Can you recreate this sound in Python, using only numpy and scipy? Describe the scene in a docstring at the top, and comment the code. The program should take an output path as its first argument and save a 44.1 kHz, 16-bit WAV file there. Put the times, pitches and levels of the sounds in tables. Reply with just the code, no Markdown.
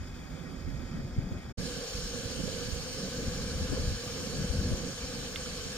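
"""A canister gas stove heats a lidded pot on an open hillside, heard a step away, then, after a short break, close up.
The gas jet hisses as shaped broadband noise and excites resonances in the hollows of the burner and the pot's skirt.
The flame roars in the first of these resonances; its level and pitch flutter as the breeze fans it.
Wind on the microphone is low-frequency turbulence with single pressure swings; hot metal ticks as decaying
modes near the end."""
import sys
import numpy as np
from scipy import signal
from scipy.fft import irfft, next_fast_len
from scipy.io import wavfile
from scipy.ndimage import uniform_filter1d

SR = 44100
rng = np.random.default_rng(int(sys.argv[2]) if len(sys.argv) > 2 else 0)


def store_pcm(level_fs):
    """Save levels as 16-bit WAV."""
    pcm = np.round(np.clip(level_fs, -1, 1) * 32767).astype(np.int16)
    wavfile.write(sys.argv[1], SR, np.atleast_2d(pcm).T)


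N = 254456
SIZE = 2 * next_fast_len(N // 2, True)
TIME = np.arange(N) / SR
HZ = np.maximum(np.arange(SIZE // 2 + 1) * SR / SIZE, 1)
SIDES = np.array([[1], [-1]])  # left, right


def from_db(db):
    """Amplitude gain is ten to the power of a twentieth of the decibels."""
    return 10 ** (np.asarray(db) / 20)


def in_pitch(rows):
    """Spectral envelopes are interpolated along logarithmic frequency, one per column after the first."""
    hz, *columns = np.transpose(rows)
    return [np.interp(np.log(HZ), np.log(hz), column) for column in columns]


def pan(db):
    """A level difference is split evenly between the sides; positive favours the left."""
    return from_db(SIDES * db / 2)


def white():
    """White noise has independent Gaussian spectral bins of equal power, here 0 dB per Hz."""
    return rng.standard_normal(2 * len(HZ)).view(complex) * np.sqrt(SIZE * SR) / 2


def wave(spectrum):
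    """Inverse Fourier synthesis turns a spectrum into samples."""
    return irfft(spectrum, SIZE)[..., :N]


def drift(rate):
    """Twice low-passed noise wanders slowly; its spread is 1 and its rate is the corner in Hz."""
    step = 40  # samples between random draws
    r = np.exp(-2 * np.pi * rate * step / SR)
    draws = rng.standard_normal(2 * N // step)
    slow = signal.lfilter([1], [1, -2 * r, r * r], draws)[-(N // step + 2):]  # settled part
    slow = (slow - slow.mean()) / slow.std()
    return np.interp(np.arange(N) / step, np.arange(len(slow)), slow)


def evened(x, span_s):
    """Division by the short-term rms holds the level near 1, so that only quick lumps remain."""
    power = uniform_filter1d(np.mean(x ** 2, axis=0), max(int(span_s * SR), 3))
    power = uniform_filter1d(power, max(int(span_s * SR / 2), 3))
    return x / np.sqrt(power + 1e-20)


def bumps(rows):
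    """Brief level changes in dB add as Gaussian pulses in time."""
    return sum(change_db * np.exp(-((TIME - s) / length_s) ** 2) for s, length_s, change_db in rows)


def gusts():
    """Incoherent addition: the gusts add their power to the breeze; returns rumble and flutter per port in dB."""
    # Each row: start in seconds, hold in seconds, deep rumble in dB and flutter in dB before the
    # growth, left-right difference in dB.
    gust_rows = [(0.065, 0.084, -44.5, -47.5, -5.5), (0.32, 0.26, -48, -45.5, -11),
                 (0.678, .13, -39, -44, -11), (0.932, 0.13, -41.5, -38.5, -4),
                 (1.181, 0.17, -40, -39.5, 3.5), (1.473, 0.073, -49, -42.5, 1),
                 (1.59, 0.072, -51, -40.5, -9.5), (1.715, 0.087, -57, -44, -7),
                 (1.97, 0.13, -45, -46.5, -7), (2.163, 0.11, -57, -45, -10), (2.342, .3, -46, -43, -10.5),
                 (2.70, 0.055, -40.5, -42.5, -11), (3.002, 0.047, -59, -36.5, -4),
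                 (3.18, 0.09, -42, -35.5, 0), (3.365, 0.16, -39.5, -39.5, -1),
                 (3.612, 0.094, -33.5, -35, 0), (3.803, .1, -33.5, -37, 0.5), (4.06, 0.23, -55, -41, -3),
                 (4.373, 0.065, -39.5, -36, 0), (4.555, 0.15, -33.5, -34, 0), (4.764, 0.11, -49, -38, -4.5),
                 (5.056, 0.2, -53, -42.5, 0), (5.368, 0.35, -48, -47, -1)]
    breeze_rumble_db, breeze_flutter_db, breeze_pan_db = -47.5, -49.5, -1.5
    attack_s, release_s, growth_db = 0.054, 0.056, 1.0  # growth over the hold
    breeze = from_db([[[breeze_rumble_db]], [[breeze_flutter_db]]]) * pan(breeze_pan_db)
    power = breeze ** 2
    for start, hold_s, rumble_db, flutter_db, pan_db in gust_rows:
        age = TIME - start
        outside = np.maximum(-age, 0) / attack_s + np.maximum(age - hold_s, 0) / release_s
        growth = from_db(growth_db * (np.clip(age / hold_s, 0, 1) - 1.5))
        swell = np.exp(-np.minimum(outside, 10) ** 2) * growth
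        power = power + (from_db([[[rumble_db]], [[flutter_db]]]) * pan(pan_db) * swell) ** 2
    return 10 * np.log10(power)


def lulls():
    """Amplitude modulation: the gain of the wind mostly sinks, once rises, for a moment."""
    # Each row: centre in seconds, length in seconds, change in dB.
    lull_rows = [(0.863, 0.02, 3), (1.09, .02, -2.5), (1.428, .025, -3.5), (1.872, .042, -4),
                 (3.156, .02, -1.5), (4.02, 0.028, -1.5), (4.994, .025, -1)]
    return from_db(bumps(lull_rows))


def turbulence(colour, own_db, lumpy_db):
    """Partial coherence: pressure noise shared by both ports, plus lumps on each port alone; rms near 1."""
    gain = from_db(in_pitch(colour)[0])
    shared = wave(white() * gain)
    own = [wave(white() * gain) * from_db(own_db + lumpy_db * drift(rate=9.9)) for port in SIDES]
    return evened(shared + np.array(own), span_s=0.44)


def eddies(cycles):
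    """A convected eddy swings the pressure to and fro a couple of times, at one port before the other."""
    # Each row: time in seconds, peak in dB, swing in Hz, left-right difference in dB, left lead in radians.
    eddy_rows = [(0.012, -30.5, 72, -1, -1), (0.686, -32, 65.5, 0, -1.5), (0.734, -31.5, 80, -7, 1),
                 (0.791, -36, 86, -1, -1.5), (1.052, -33, 130, 1, .2), (1.127, -30.5, 62, 2, 0.5),
                 (1.188, -18.5, 111, -4, 1.5), (1.242, -28, 186, 3, -0.5), (1.324, -26.5, 149, -10, 2),
                 (1.584, -29.5, 60, -9, 1), (1.606, -29, 200, -6, 1), (1.953, -38, 60, -4, 0),
                 (2.05, -32, 48, 0, 0), (2.26, -29.5, 109, -7, 0), (2.44, -27.5, 178, -7, 0.7),
                 (2.736, -28.5, 62.5, -9, 0.9), (3.042, -33, 159, -2, -0.5), (3.285, -29, 80, 6, -1),
                 (3.41, -35, 89, 0, 3.5), (3.562, -25, 62, 3, 0.4), (3.624, -25, 71.6, 6, -1),
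                 (3.657, -34, 93, 6, 0), (3.706, -34, 127, 3, -7), (3.798, -26, 95, 4, -1),
                 (3.883, -24.5, 70.5, 4, 0.8), (3.918, -27, 100, 0, 2), (4.207, -33, 106, -5, 0.5),
                 (4.446, -24.5, 165, 2, 0.13), (4.509, -24.5, 61, 9, 1), (4.597, -24.5, 78, 7, 0.2),
                 (4.653, -35, 108, 3, 0.4), (4.718, -24, 132, 12, 0.7), (4.739, -26.5, 80, 9, 1.5),
                 (5.043, -36, 70, 0, 0)]
    out = np.zeros((2, N))
    for (s, peak_db, hz, pan_db, lead), turn in zip(eddy_rows, rng.random(len(eddy_rows))):
        near = np.abs(TIME - s) < .1
        age = (TIME[near] - s) * hz  # in cycles
        swing = np.exp(-(age / cycles) ** 2) * np.cos(2 * np.pi * (age + turn) + SIDES * lead / 2)
        out[:, near] += from_db(peak_db) * pan(pan_db) * swing
    return out


def wind(rumble_db, flutter_db):
    """Eddy size sets frequency: large ones rumble, small ones flutter, the strongest thump on their own."""
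    # Colours before levelling. Each row: frequency in Hz, relative level in dB per Hz.
    rumble_colour = [(14, -38), (23, -11), (33, 0.5), (58, 0), (85, -2), (120, -6.5), (160, -10.5),
                     (300, -72)]
    flutter_colour = [(90, -6.5), (135, 1), (170, 2.5), (215, 0.5), (262, 1), (315, -11), (370, -8.5),
                      (430, -18.5), (600, -16.5), (1500, -58.5)]
    rumble = from_db(rumble_db) * turbulence(rumble_colour, own_db=-7.5, lumpy_db=4.0)
    flutter = from_db(flutter_db) * turbulence(flutter_colour, own_db=-14.5, lumpy_db=8.0)
    steady = rumble * pan(db=1.5) + flutter * pan(db=0.0)
    return lulls() * steady + eddies(cycles=0.69)


def ticks():
    """Modal ringing: expanding metal slips and its modes decay exponentially; a soft slip stirs only low modes."""
    # Hot metal slips. Each row: time in seconds, strength in dB, brightness limit in Hz.
    slips = [(5.3592, -26.5, 14000), (5.4606, -11, 1300)]
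    # Modes of the metal. Each row: frequency in Hz, relative level in dB, 60 dB decay time in seconds.
    metal = [(1330, -21, .02), (2130, -9, .04), (2820, -2.5, .012), (3550, -0.5, .014), (3090, -13, .03),
             (4160, -21, .025), (11400, -17, .01), (12700, -21, .008)]
    out = np.zeros(N)
    for s, strength_db, top_hz in slips:
        near = (TIME > s) & (TIME < s + .1)
        age = TIME[near] - s
        for k, (hz, level_db, t60) in enumerate(metal):
            height = (-1) ** k * from_db(strength_db + level_db) / (1 + (hz / top_hz) ** 8)
            decay = np.exp(-np.log(1000) * age / t60)
            out[near] += height * decay * np.sin(2 * np.pi * hz * age)
    return out * pan(db=-6.0)


def flame(flutter_db):
    """Modulation by airflow: flame strength in dB follows the wind, and now and then flares or falters."""
    # Each row: centre in seconds, length in seconds, change in dB.
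    flares = [(0.1, 0.16, -7), (0.41, 0.096, 3.5), (1.67, 0.046, 1), (1.817, 0.027, 6), (2.06, 0.034, -4.5),
              (2.16, 0.02, 6), (2.479, 0.013, 9), (2.583, 0.046, 4.5), (2.71, 0.018, -4),
              (2.942, 0.014, -1.5), (3.195, 0.037, 2.5), (3.774, 0.02, 7), (3.94, 0.032, -5.5),
              (4.952, 0.026, -8.5), (5.298, 0.31, -1.5), (5.68, 0.058, -3)]
    fanning, usual_flutter_db = 0.19, -36.5  # dB of flame per dB of flutter above usual
    fanned = fanning * (flutter_db.mean(axis=0) - usual_flutter_db)
    return fanned + bumps(flares)


def hollow(hz, width_hz, level_db, pan_db, lead):
    """Resonance: turbulence rings in a hollow and reaches each port with its own level and phase."""
    shape = 1 / (1 + 2j * (HZ - hz) / width_hz) ** 2
    ports = from_db(level_db) * pan(pan_db) * np.exp(.5j * SIDES * lead)
    return white() * shape * ports


def wavering(x, cents):
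    """Frequency modulation by uneven playback speed, at an average speed of 1."""
    speed = 2 ** (cents / 1200)
    place = np.cumsum(speed / speed.mean())
    return np.array([np.interp(place, np.arange(N), port) for port in x])


def wandering(spectrum, count=16):
    """Independent amplitude modulation of overlapping bands makes the colour of the noise wander."""
    wander_db, wander_hz = .65, 2.5  # slow
    flicker_db, flicker_hz = 1.15, 22  # quick
    centres = np.geomspace(1700, 14000, count)
    out = 0
    for band in np.eye(count):
        level_db = wander_db * drift(rate=wander_hz) + flicker_db * drift(rate=flicker_hz)
        out = out + wave(spectrum * np.interp(HZ, centres, band)) * from_db(level_db)
    return out


def stove(jet, modes, flame_db, roar_db, ring_db, hiss_db, sway, shimmer_db, restless_db):
    """Turbulent excitation: the jet hisses; the flame drives and bends the first mode, and stirs six more."""
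    # Level as the microphone shifts a little.
    # Each row: time in seconds, bright hiss in dB, hollow midrange in dB.
    hiss_level = [(0.0, 0.4, -0.5), (1.6, -0.3, 0.5), (2.0, 1, -0.8), (2.5, 0.6, -0.5), (2.8, 0.4, 0),
                  (3.5, 0.45, 1.8), (4.2, 0.4, 1), (5.0, -0.5, 1), (5.77, 0.5, 1)]
    # The pitch wavers with the heat in the burner.
    waver_cents, waver_hz, sharpen_cents_per_db = 17.96, 7, 1.16
    hollows = [hollow(*mode) for mode in modes]
    upper = sum(hollows[7:])
    middle = sum(wave(ring) * from_db(restless_db * drift(rate=12)) for ring in hollows[1:7])

    cents = waver_cents * drift(rate=waver_hz) + sharpen_cents_per_db * flame_db
    main = wavering(wave(hollows[0]), cents)
    roar = evened(main, span_s=0.073) * main.std() * from_db(roar_db + flame_db)

    times, *levels = np.transpose(hiss_level)
    level_db, hollow_db = [np.interp(TIME, times, column) for column in levels]
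    rings = middle * from_db(ring_db + hollow_db + sway * flame_db)

    jet_db, jet_pan_db = in_pitch(jet)
    diffuse = np.array([white(), white()]) * from_db(jet_db + hiss_db) * pan(jet_pan_db)
    hiss = wandering(upper + diffuse)
    return roar + rings + hiss * from_db(level_db + shimmer_db * drift(rate=19))


def scene():
    """Superposition: far position, a moment of silence, then the near one; the same wind blows over both."""
    # Diffuse jet hiss. Each row: frequency in Hz, dB per Hz before trims, left-right difference in dB.
    far_jet = [(370, -85.5, -13), (696, -94.5, 12), (1020, -89.5, 7.5), (2000, -102, -5), (2800, -102, 2),
               (4250, -100, -4), (6000, -96, 1), (7860, -103.7, -7), (9700, -105.4, 5),
               (10300, -117.0, -2.5), (11400, -109.1, -9), (13000, -110.9, -5), (15200, -111.6, -12)]
    near_jet = [(400, -82.5, 3), (720, -87, -12), (1000, -89, 4), (1750, -88, -2), (1960, -89, 9.5),
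                (2210, -87, -1), (2770, -81.5, 1.5), (4000, -83.5, 4), (6000, -87, -10.5),
                (7800, -88.5, -7), (9500, -89, -3.5), (10470, -99.8, 8), (11300, -95.5, -3.5),
                (13200, -100.8, -9), (15200, -101.1, -15)]
    # Resonances of burner and skirt. Each row: frequency in Hz, width in Hz of each of two cascaded
    # poles, peak in dB per Hz before trims, left-right difference in dB, left lead in radians.
    far_modes = [(503, 124, -76, -5, 0.84), (344, 72, -83, 6, 1), (747, 330, -84, 0, 1.3),
                 (1274, 370, -86, -2, -0.5), (1585, 500, -87, 3, 0.5), (1900, 87, -80.5, -1, 2.1),
                 (2224, 360, -88.5, 8.5, 1.5), (2515, 120, -86, 5, 1.5), (3150, 270, -91.5, 1, 1),
                 (3400, 300, -90, 2, 0.7), (3650, 280, -95.5, -8, 0.5), (4660, 370, -88, -3, -2.5),
                 (4920, 330, -92, 7, 1.5), (5100, 210, -99, -7, 8), (5360, 180, -93.5, -15, 0),
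                 (6790, 650, -95, 6, 2), (7060, 420, -103.5, 1, 3), (7300, 240, -101, -11, 0),
                 (8700, 210, -105.3, 4, 4)]
    near_modes = [(490.3, 75, -61.5, -3, 0.5), (746, 244, -80.5, 2, 1.68), (1193, 390, -82, 2.5, 0.87),
                  (1533, 275, -81, 1.5, 0.5), (1680, 176, -78.5, -0.1, 1.22), (2110, 240, -83, -3.5, 4),
                  (2350, 250, -84, 2.5, 1.5), (3077, 200, -78.5, 4, 1.5), (3304, 99, -81, -8, -2.5),
                  (3620, 220, -86, -2, -8), (4093, 320, -82, -13, 1.3), (4395, 88, -79.5, -15, 1),
                  (4660, 430, -80.5, -12, 3.5), (4830, 36, -75, 5.5, 4), (5350, 700, -78, 2.5, 1.63),
                  (5750, 73, -78, -2, 2), (6050, 330, -80.5, 3, 3), (6345, 220, -81, 13.5, -2.5),
                  (6575, 114, -81, -1, -0.5), (6960, 480, -84.5, 14, 1), (7280, 150, -88, 14, -3.5),
                  (8110, 260, -83.5, 2, 2), (8820, 450, -90, 2, -1)]
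    far_end_s, near_start_s, fade_s = 1.527, 1.573, .014
    rumble_db, flutter_db = gusts()
    flame_db = flame(flutter_db)
    far = stove(far_jet, far_modes, flame_db, roar_db=-0.5, ring_db=0, hiss_db=-0.7,
                sway=0.095, shimmer_db=0.5, restless_db=1.5)
    near = stove(near_jet, near_modes, flame_db, roar_db=0, ring_db=0.43, hiss_db=-1.38,
                 sway=0.26, shimmer_db=0.36, restless_db=1.36)
    air = wind(rumble_db, flutter_db)
    before = np.clip((far_end_s - TIME) / fade_s, 0, 1)
    after = np.clip((TIME - near_start_s) / fade_s, 0, 1)
    return before * (far + air) + after * (near + air + ticks())


def record(dry):
    """Band limitation: a steep elliptic low-pass removes the top."""
    cutoff_hz = 15550
    lowpass = signal.ellip(12, .1, 80, cutoff_hz, fs=SR, output="sos")  # ripple, rejection in dB
    return signal.sosfilt(lowpass, dry)


dry = scene()
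out = record(dry)
store_pcm(out)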